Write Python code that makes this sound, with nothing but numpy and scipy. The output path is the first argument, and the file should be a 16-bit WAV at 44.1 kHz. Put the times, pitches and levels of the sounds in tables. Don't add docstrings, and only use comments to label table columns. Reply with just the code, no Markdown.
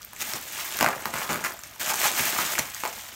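import sys
import numpy as np
from scipy import signal
from scipy.io import wavfile
from scipy.ndimage import uniform_filter1d

SR = 44100
rng = np.random.default_rng(int(sys.argv[2]) if len(sys.argv) > 2 else 0)


def voltage_ratio(level):
    return 10 ** (np.asarray(level, float) / 20)


def materialize(psi):
    bounded = np.clip(np.atleast_2d(psi).T, -1, 1)
    quanta = np.round(bounded * 32767).astype(np.int16)
    wavfile.write(sys.argv[1], SR, quanta)


N = 138915

# peak_s, swell_s_per_10db, fade_s_per_10db, effort_db, large_fold_weight_db
TUG_EVENTS = [
    (.02, 3.5, 0.2, -53, -2),
    (.22, 0.0236, 0.0262, -32, -6.5),
    (.29, 0.07, 0.13, -36, -4.5),
    (.355, 0, 0.02, -35.5, 0.5),
    (.6, 0.165, 0.32, -36, -6),
    (.772, 0.05, 0.02, -37, -2.5),
    (1.0, 0.08, 0.1, -48, 5),
    (1.22, 0.08, 0.07, -39, 3),
    (1.52, 0.38, 0.04, -44.5, 2),
    (1.62, .1, 0.8, -52, -2),
]
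# start_s, fade_s_per_10db, effort_db, large_fold_weight_db
JERK_EVENTS = [
    (.79, .1, -40, 4),
    (.812, .1, -40, 16),
    (1.062, .11, -43, 7),
    (1.14, .2, -39, 4),
    (1.293, .12, -39, 6),
    (1.442, .045, -38, 4),
    (1.637, .03, -47, -3),
    (2.855, .045, -45, 6),
]
# peak_s, swell_s_per_10db, fade_s_per_10db, effort_db, large_fold_weight_db
PEEL_EVENTS = [(1.798, 0.01, 0.7, -35.5, -5), (1.9, 0.05, 0.03, -31, -1.5),
               (2.06, 0.0715, 0.04, -24.5, -4.5), (2.195, 0.0624, 0.05, -28, -3.5),
               (2.265, 0.075, 0.08, -29, -4.5), (2.405, 0.1164, 0.16, -30.5, -3),
               (2.54, 0.09, -0.09, -33, -2.5), (2.598, 0.04, 0.01, -38, 2), (2.63, 0.12, 0.25, -44, -5),
               (2.79, 0.05, 0.35, -42.5, -11), (2.97, 0.05, 0.3, -45, -4)]
# start_s, peak_db, pitch_hz
CREASE_TICKS = [(.019, -30.5, 5850), (0.03, -31, 5940), (0.0483, -26, 13700), (0.133, -28, 11200),
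                (0.162, -29, 7440), (0.2149, -18, 6460), (0.22, -17, 6620), (0.3357, -16, 5570),
                (.4127, -31, 12200), (.4382, -32, 11000), (.77, -18, 13300), (1.022, -28, 8130),
                (1.4187, -27, 8460), (1.6356, -26, 6430), (1.7966, -29, 12200), (1.8149, -18.5, 7230),
                (1.831, -17, 8000), (1.881, -17, 6960), (1.9367, -16.5, 6130), (2.2546, -15, 13500),
                (2.301, -18, 13500), (2.5885, -10, 7160), (2.594, -9, 6000), (2.7465, -18, 6500),
                (2.876, -19, 7500), (2.807, -27, 6500), (0.5, -33, 6970), (.7231, -21, 9140),
                (1.0376, -35, 7950), (1.521, -33, 13500), (1.5375, -31, 13100), (1.566, -37, 12500),
                (1.5911, -29, 7420), (1.593, -36, 13200), (1.63, -42, 12900), (1.673, -32.5, 9170),
                (1.681, -38, 12900), (1.6954, -36, 6540), (1.7118, -35, 5600), (1.7135, -41, 13000),
                (1.7595, -37, 11600), (1.7821, -43, 5500), (1.8608, -19.5, 6860), (1.9415, -16, 7500),
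                (1.957, -16, 7900), (2.001, -17, 6850), (2.016, -14, 7640), (2.116, -15, 7540),
                (2.305, -18, 8050), (2.4001, -17.5, 6400)]
# start_s, peak_db, pitch_hz, tick_db
FOLD_POPS = [(0.131, -31, 970, -18), (0.163, -33, 2100, -3), (0.334, -22.5, 1480, -6),
             (0.788, -17.5, 1300, 2), (0.801, -16.5, 1250, -7), (0.808, -9, 1890, -4.5),
             (0.826, -5.5, 710, -7.5), (0.843, -9, 910, -7), (0.861, -6, 1344, -10.5),
             (0.886, -11, 880, -9.5), (0.929, -20.5, 1420, -20), (1.0548, -13.5, 1000, -8),
             (1.137, -17.5, 990, -9), (1.342, -20.5, 1210, -1), (1.357, -19, 1170, -5),
             (1.81, -21.5, 1530, -7), (2.196, -16.5, 2180, -10), (2.361, -18, 1070, -18),
             (2.387, -14, 1120, -6), (2.552, -17.5, 2200, -5), (2.58, -15, 1400, -6),
             (2.588, -16.5, 830, -1), (2.591, -15.5, 2140, -7), (2.764, -30.5, 2030, -2),
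             (2.835, -15, 900, -10), (2.851, -17.5, 950, -10), (2.858, -19, 900, -8),
             (2.927, -31.5, 720, 3), (.558, -28, 2000, -8), (.5754, -26.5, 2510, -12),
             (.7225, -21.5, 2960, -5), (.8675, -24, 1300, -20), (.875, -15, 1280, -24),
             (1.0217, -31, 2130, -8), (1.0382, -30, 2400, -13), (1.068, -29, 1090, -20),
             (1.851, -25, 1970, -14), (1.872, -22, 1950, -4), (1.939, -16, 1050, -8),
             (2.014, -19, 2180, -6), (2.033, -14.5, 1190, -12), (2.04, -11.5, 1080, -12),
             (2.066, -16, 1450, -12), (2.192, -17, 2170, -6), (2.266, -22.5, 1680, -4),
             (2.325, -23, 1260, -11), (2.332, -23, 1270, -8), (2.366, -21, 1140, -17)]
# start_s, peak_db, pitch_hz, tick_db
WRAP_SLIPS = [(1.155, -21, 1110, -7), (1.291, -18, 1100, -7), (1.2959, -24, 1170, -7),
              (1.299, -26, 1190, -4), (1.3049, -19, 1150, -3.5), (1.31, -20, 1210, -5),
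              (1.3141, -22, 1200, -4), (1.3201, -20, 1190, -5), (1.329, -20.5, 1120, -0.5),
              (1.439, -18.5, 1300, -3.5), (1.444, -22, 1240, 0), (1.447, -17.5, 1470, -5),
              (1.451, -18.5, 1350, -7)]
# start_s, peak_db, pitch_hz, t60_s
BODY_THUDS = [(0.342, -32, 141, 0.089), (0.811, -27, 181, 0.32), (1.056, -32, 208, 0.083),
              (1.14, -30.5, 153, 0.12), (1.295, -29.5, 166.6, 0.42), (1.3, -29, 419, 0.18),
              (2.196, -27.5, 243, 0.067), (2.39, -30.5, 183, 0.13), (2.591, -30, 135, 0.12),
              (2.2, -31, 130, .1), (2.33, -31, 292, 0.09), (2.837, -31, 480, 0.1)]
# start_s, length_s, slips_per_s, level_db, body_pitch_hz
SHEET_CREAKS = [
    (1.163, 0.064, 150, -23.5, 1190),
    (1.455, 0.016, 430, -18.5, 1370),
    (1.898, 0.0252, 300, -18.5, 1086),
    (2.046, 0.022, 180, -16, 1096),
]
# freq_hz, density_db_per_hz
TICK_SPECTRUM = [(150, -37), (600, -16.5), (1800, -4.5), (3000, -4.5), (4500, -5.5), (6500, 1.5),
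                 (12000, 0), (16000, -1.5)]
# freq_hz, density_db_per_hz
LOOSE_FOLD_SPECTRUM = [(60, -17), (150, -8.5), (450, -9), (700, -1.5), (1200, -1), (2200, -4.5), (3500, -9),
                       (8000, -41)]
# freq_hz, density_db_per_hz
PRESSED_FOLD_SPECTRUM = [(60, -18.5), (150, -7), (450, -7), (700, -2.5), (1300, -1), (2000, -3.5),
                         (3000, -13), (8000, -52)]
# freq_hz, density_db_per_hz
AIR_SPECTRUM = [(20, -22), (40, 4), (80, 5.5), (150, -3), (400, -15.5), (1500, -14), (6000, -19.5),
                (16000, -28.5)]
# freq_hz, t60_s
ROOM_DECAY = [(150, 0.19), (700, 0.35), (2000, 0.21), (6000, 0.15), (14000, 0.12)]
# freq_hz, gain_db
MIC_RESPONSE = [(25, -11.5), (100, -6), (3200, 2), (4400, 1.5), (6800, 0), (9000, -1), (10500, -5),
                (12800, 3)]

TICKS_PER_S, TICK_SPREAD_DB, TICK_DB = 7000, 3, 2.5
FOLDS_PER_S, FOLD_SPREAD_DB, FOLD_DB = 900, 3.5, -0.96
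CLUMP_DB, DENSER_PER_DB = 1.42, 0.06
TICK_T60_S, TICK_RISE_S = 0.0042, 0.00074
POP_T60_S, POP_RISE_S, POP_LAG_S = 0.0092, 0.00062, 0.001211
POP_FALL_RATIO, POP_FALL_S = 0.93, 0.001
EDGE_SHARE, EDGE_RING_HZ, EDGE_T60_S = 0.4, 2050, 0.005
AIR_DB, ROOM_DB = -50.5, -7.5
BAND_EDGE_HZ = 15800


def evened(x):
    return x / np.sqrt(np.mean(x ** 2) + 1e-20)


def steadied(x):
    return x / np.sqrt(uniform_filter1d(x ** 2, 2600) + 1e-12)


def read(points, hz):
    table_hz, value = np.transpose(points)
    return np.interp(np.log(hz + 1), np.log(table_hz + 1), value)


def add(mix, start_s, sound):
    part = mix[round(start_s * SR):][:len(sound)]
    part += sound[:len(part)]


def coloured(x, points):
    half = np.log(voltage_ratio(read(points, np.fft.rfftfreq(4096, 1 / SR))))
    log_gain = np.concatenate([half, half[-2:0:-1]])
    taps = np.fft.ifft(np.exp(np.conj(signal.hilbert(log_gain)))).real[:2048]
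    return signal.oaconvolve(x, taps)[:len(x)]


def room_air():
    return voltage_ratio(AIR_DB) * evened(coloured(rng.standard_normal(N), AIR_SPECTRUM))


def grains(per_s, spread_db, low_hz, high_hz, cycles, count=24):
    clump = voltage_ratio(CLUMP_DB * evened(uniform_filter1d(rng.standard_normal(N), 500)))
    draw = rng.random((N, 3))
    size = voltage_ratio(spread_db * np.minimum(-np.log(draw[:, 0] + 1e-9), 4))
    size = size * (draw[:, 1] < per_s / SR) * clump
    patch = (draw[:, 2] * count).astype(int)
    out, t = np.zeros(N), np.arange(400) / SR
    for k, hz in enumerate(np.geomspace(low_hz, high_hz, count)):
        ring = np.exp(-t * hz / cycles) * np.sin(2 * np.pi * (hz * t + rng.random()))
        out += signal.oaconvolve(size * (patch == k), ring / np.linalg.norm(ring))[:N]
    return out


def crinkle():
    jerks = np.insert(JERK_EVENTS, [1], 0, axis=1)
    events = np.vstack([TUG_EVENTS, jerks, PEEL_EVENTS])
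    peak_s, swell_s, fade_s, effort_db, weight_db = events.T[:, :, None]
    t, coarse_t = np.arange(N) / SR, np.arange(0, N + 64, 32) / SR
    late_s = coarse_t - peak_s
    swell_s = np.where(swell_s < 0.02, SR ** -0.55, swell_s)
    tens_of_db = np.where(late_s < 0, -late_s / swell_s, late_s / np.maximum(fade_s, 0.005))
    power = voltage_ratio(effort_db - 10 * tens_of_db) ** 2
    effort = np.interp(t, coarse_t, np.sqrt(power.sum(0)))
    weighted = power * voltage_ratio(weight_db) ** 2
    groups = np.split(weighted, [len(TUG_EVENTS) + len(JERK_EVENTS)])
    tugged, peeled = (np.interp(t, coarse_t, np.sqrt(group.sum(0))) for group in groups)

    crowd = np.exp(DENSER_PER_DB * (20 * np.log10(effort + 1e-9) + 38))
    creases = grains(TICKS_PER_S * crowd, TICK_SPREAD_DB, 944, 15340, 0.96)
    ticks = steadied(coloured(creases, TICK_SPECTRUM))
    buckles = grains(FOLDS_PER_S * crowd, FOLD_SPREAD_DB, 125.6, 3380, 1.54)
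    pressed = tugged * steadied(coloured(buckles, PRESSED_FOLD_SPECTRUM))
    loose = peeled * steadied(coloured(buckles, LOOSE_FOLD_SPECTRUM))
    return voltage_ratio(TICK_DB) * effort * ticks + voltage_ratio(FOLD_DB) * (pressed + loose)


def tick(db, hz, noise, pitched=0.93):
    t = np.arange(len(noise)) / SR
    wide = uniform_filter1d(noise, size=2) - uniform_filter1d(noise, size=6)
    near = (1.27 + evened(uniform_filter1d(noise, size=9))) * np.sin(2 * np.pi * hz * t)
    burst = (wide + pitched * near) * voltage_ratio(-60 * t / TICK_T60_S) * np.minimum(t / TICK_RISE_S, 1)
    return voltage_ratio(db) * burst / abs(burst).max()


def pop(db, hz, tick_db, noise):
    t = np.arange(len(noise)) / SR
    turns = np.cumsum(hz * (0.766 + POP_FALL_RATIO * np.exp(-t / POP_FALL_S))) / SR
    rough = evened(uniform_filter1d(noise, size=13) - uniform_filter1d(noise, size=90))
    ring = np.sin(2 * np.pi * turns) + 0.49 * rough
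    ring = ring * voltage_ratio(-60 * t / POP_T60_S) * (1 - np.exp(-t / POP_RISE_S))
    edge = np.sin(2 * np.pi * EDGE_RING_HZ * t) * voltage_ratio(-60 * t / EDGE_T60_S) * np.minimum(t / 0.0003, 1)
    ring = ring + EDGE_SHARE * edge
    flip = tick(db + tick_db + 3.5, 6930, noise[::-1], pitched=0.41)
    return voltage_ratio(db) * ring / abs(ring).max() + flip


def thud(db, hz, t60_s, noise):
    t = np.arange(len(noise)) / SR
    band = signal.butter(1, [0.65 * hz, 1.76 * hz], "bandpass", fs=SR, output="sos")
    lumpy = evened(signal.sosfilt(band, noise))
    ring = lumpy + 0.83 * np.sin(2 * np.pi * hz * t)
    return voltage_ratio(db - 60 * t / t60_s) * ring * np.minimum(t / 0.0018, 1)


def creak(mix, start_s, length_s, per_s, db, hz):
    draw = rng.random((40, 3))
    slip_times_s = np.cumsum(np.r_[0, 0.75 + 0.55 * draw[:-1, 0]]) / per_s
    for s, d, noise in zip(slip_times_s, draw, rng.standard_normal((40, 600))):
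        if s < length_s:
            slip_db = db - 4 * d[1] - 3 * s / length_s
            add(mix, start_s + s, pop(slip_db, hz * (0.8 + 0.33 * d[2]), -6.5, noise))


def room(x, count=4):
    out, t = np.zeros(N), np.arange(N) / SR
    for k in range(count):
        taps = np.zeros(SR // 2)
        at = np.arange(120, len(taps) - 20, 20)
        taps[at + rng.integers(0, 20, len(at))] = rng.choice([-1., 1.], len(at))
        hz, s, z = signal.stft(taps, SR, nperseg=256)
        decay = voltage_ratio(-60 * s / read(ROOM_DECAY, hz)[:, None])
        tail = signal.istft(z * decay, SR, nperseg=256)[1]
        spot = np.maximum(np.cos(2 * np.pi * (23 * t - k / count)), 0)
        out += signal.fftconvolve(x * spot, tail / np.linalg.norm(tail))[:N]
    return out


def scene():
    air = room_air()
    sheet = crinkle()
    for s, db, hz in CREASE_TICKS:
        add(sheet, s, tick(db + 1.0, hz, rng.standard_normal(300)))
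    for s, db, hz, tick_db in list(FOLD_POPS) + list(WRAP_SLIPS):
        add(sheet, s + POP_LAG_S, pop(db, hz, tick_db, rng.standard_normal(900)))
    for s, db, hz, t60_s in BODY_THUDS:
        add(sheet, s, thud(db, hz, max(t60_s, 0.03), rng.standard_normal(12000)))
    for row in SHEET_CREAKS:
        creak(sheet, *row)
    return (sheet + voltage_ratio(ROOM_DB) * room(sheet) + air)[None]


def band_limit(x):
    return signal.sosfilt(signal.butter(12, 17000, fs=SR, output="sos"), x)


def record(dry):
    x = coloured(dry[0], MIC_RESPONSE)
    low_pass = signal.firwin(1023, BAND_EDGE_HZ, window=("kaiser", 2.5), fs=SR)
    mix = signal.oaconvolve(x, low_pass, "same")[None]
    return band_limit(mix)


dry = scene()
out = record(dry)
materialize(out)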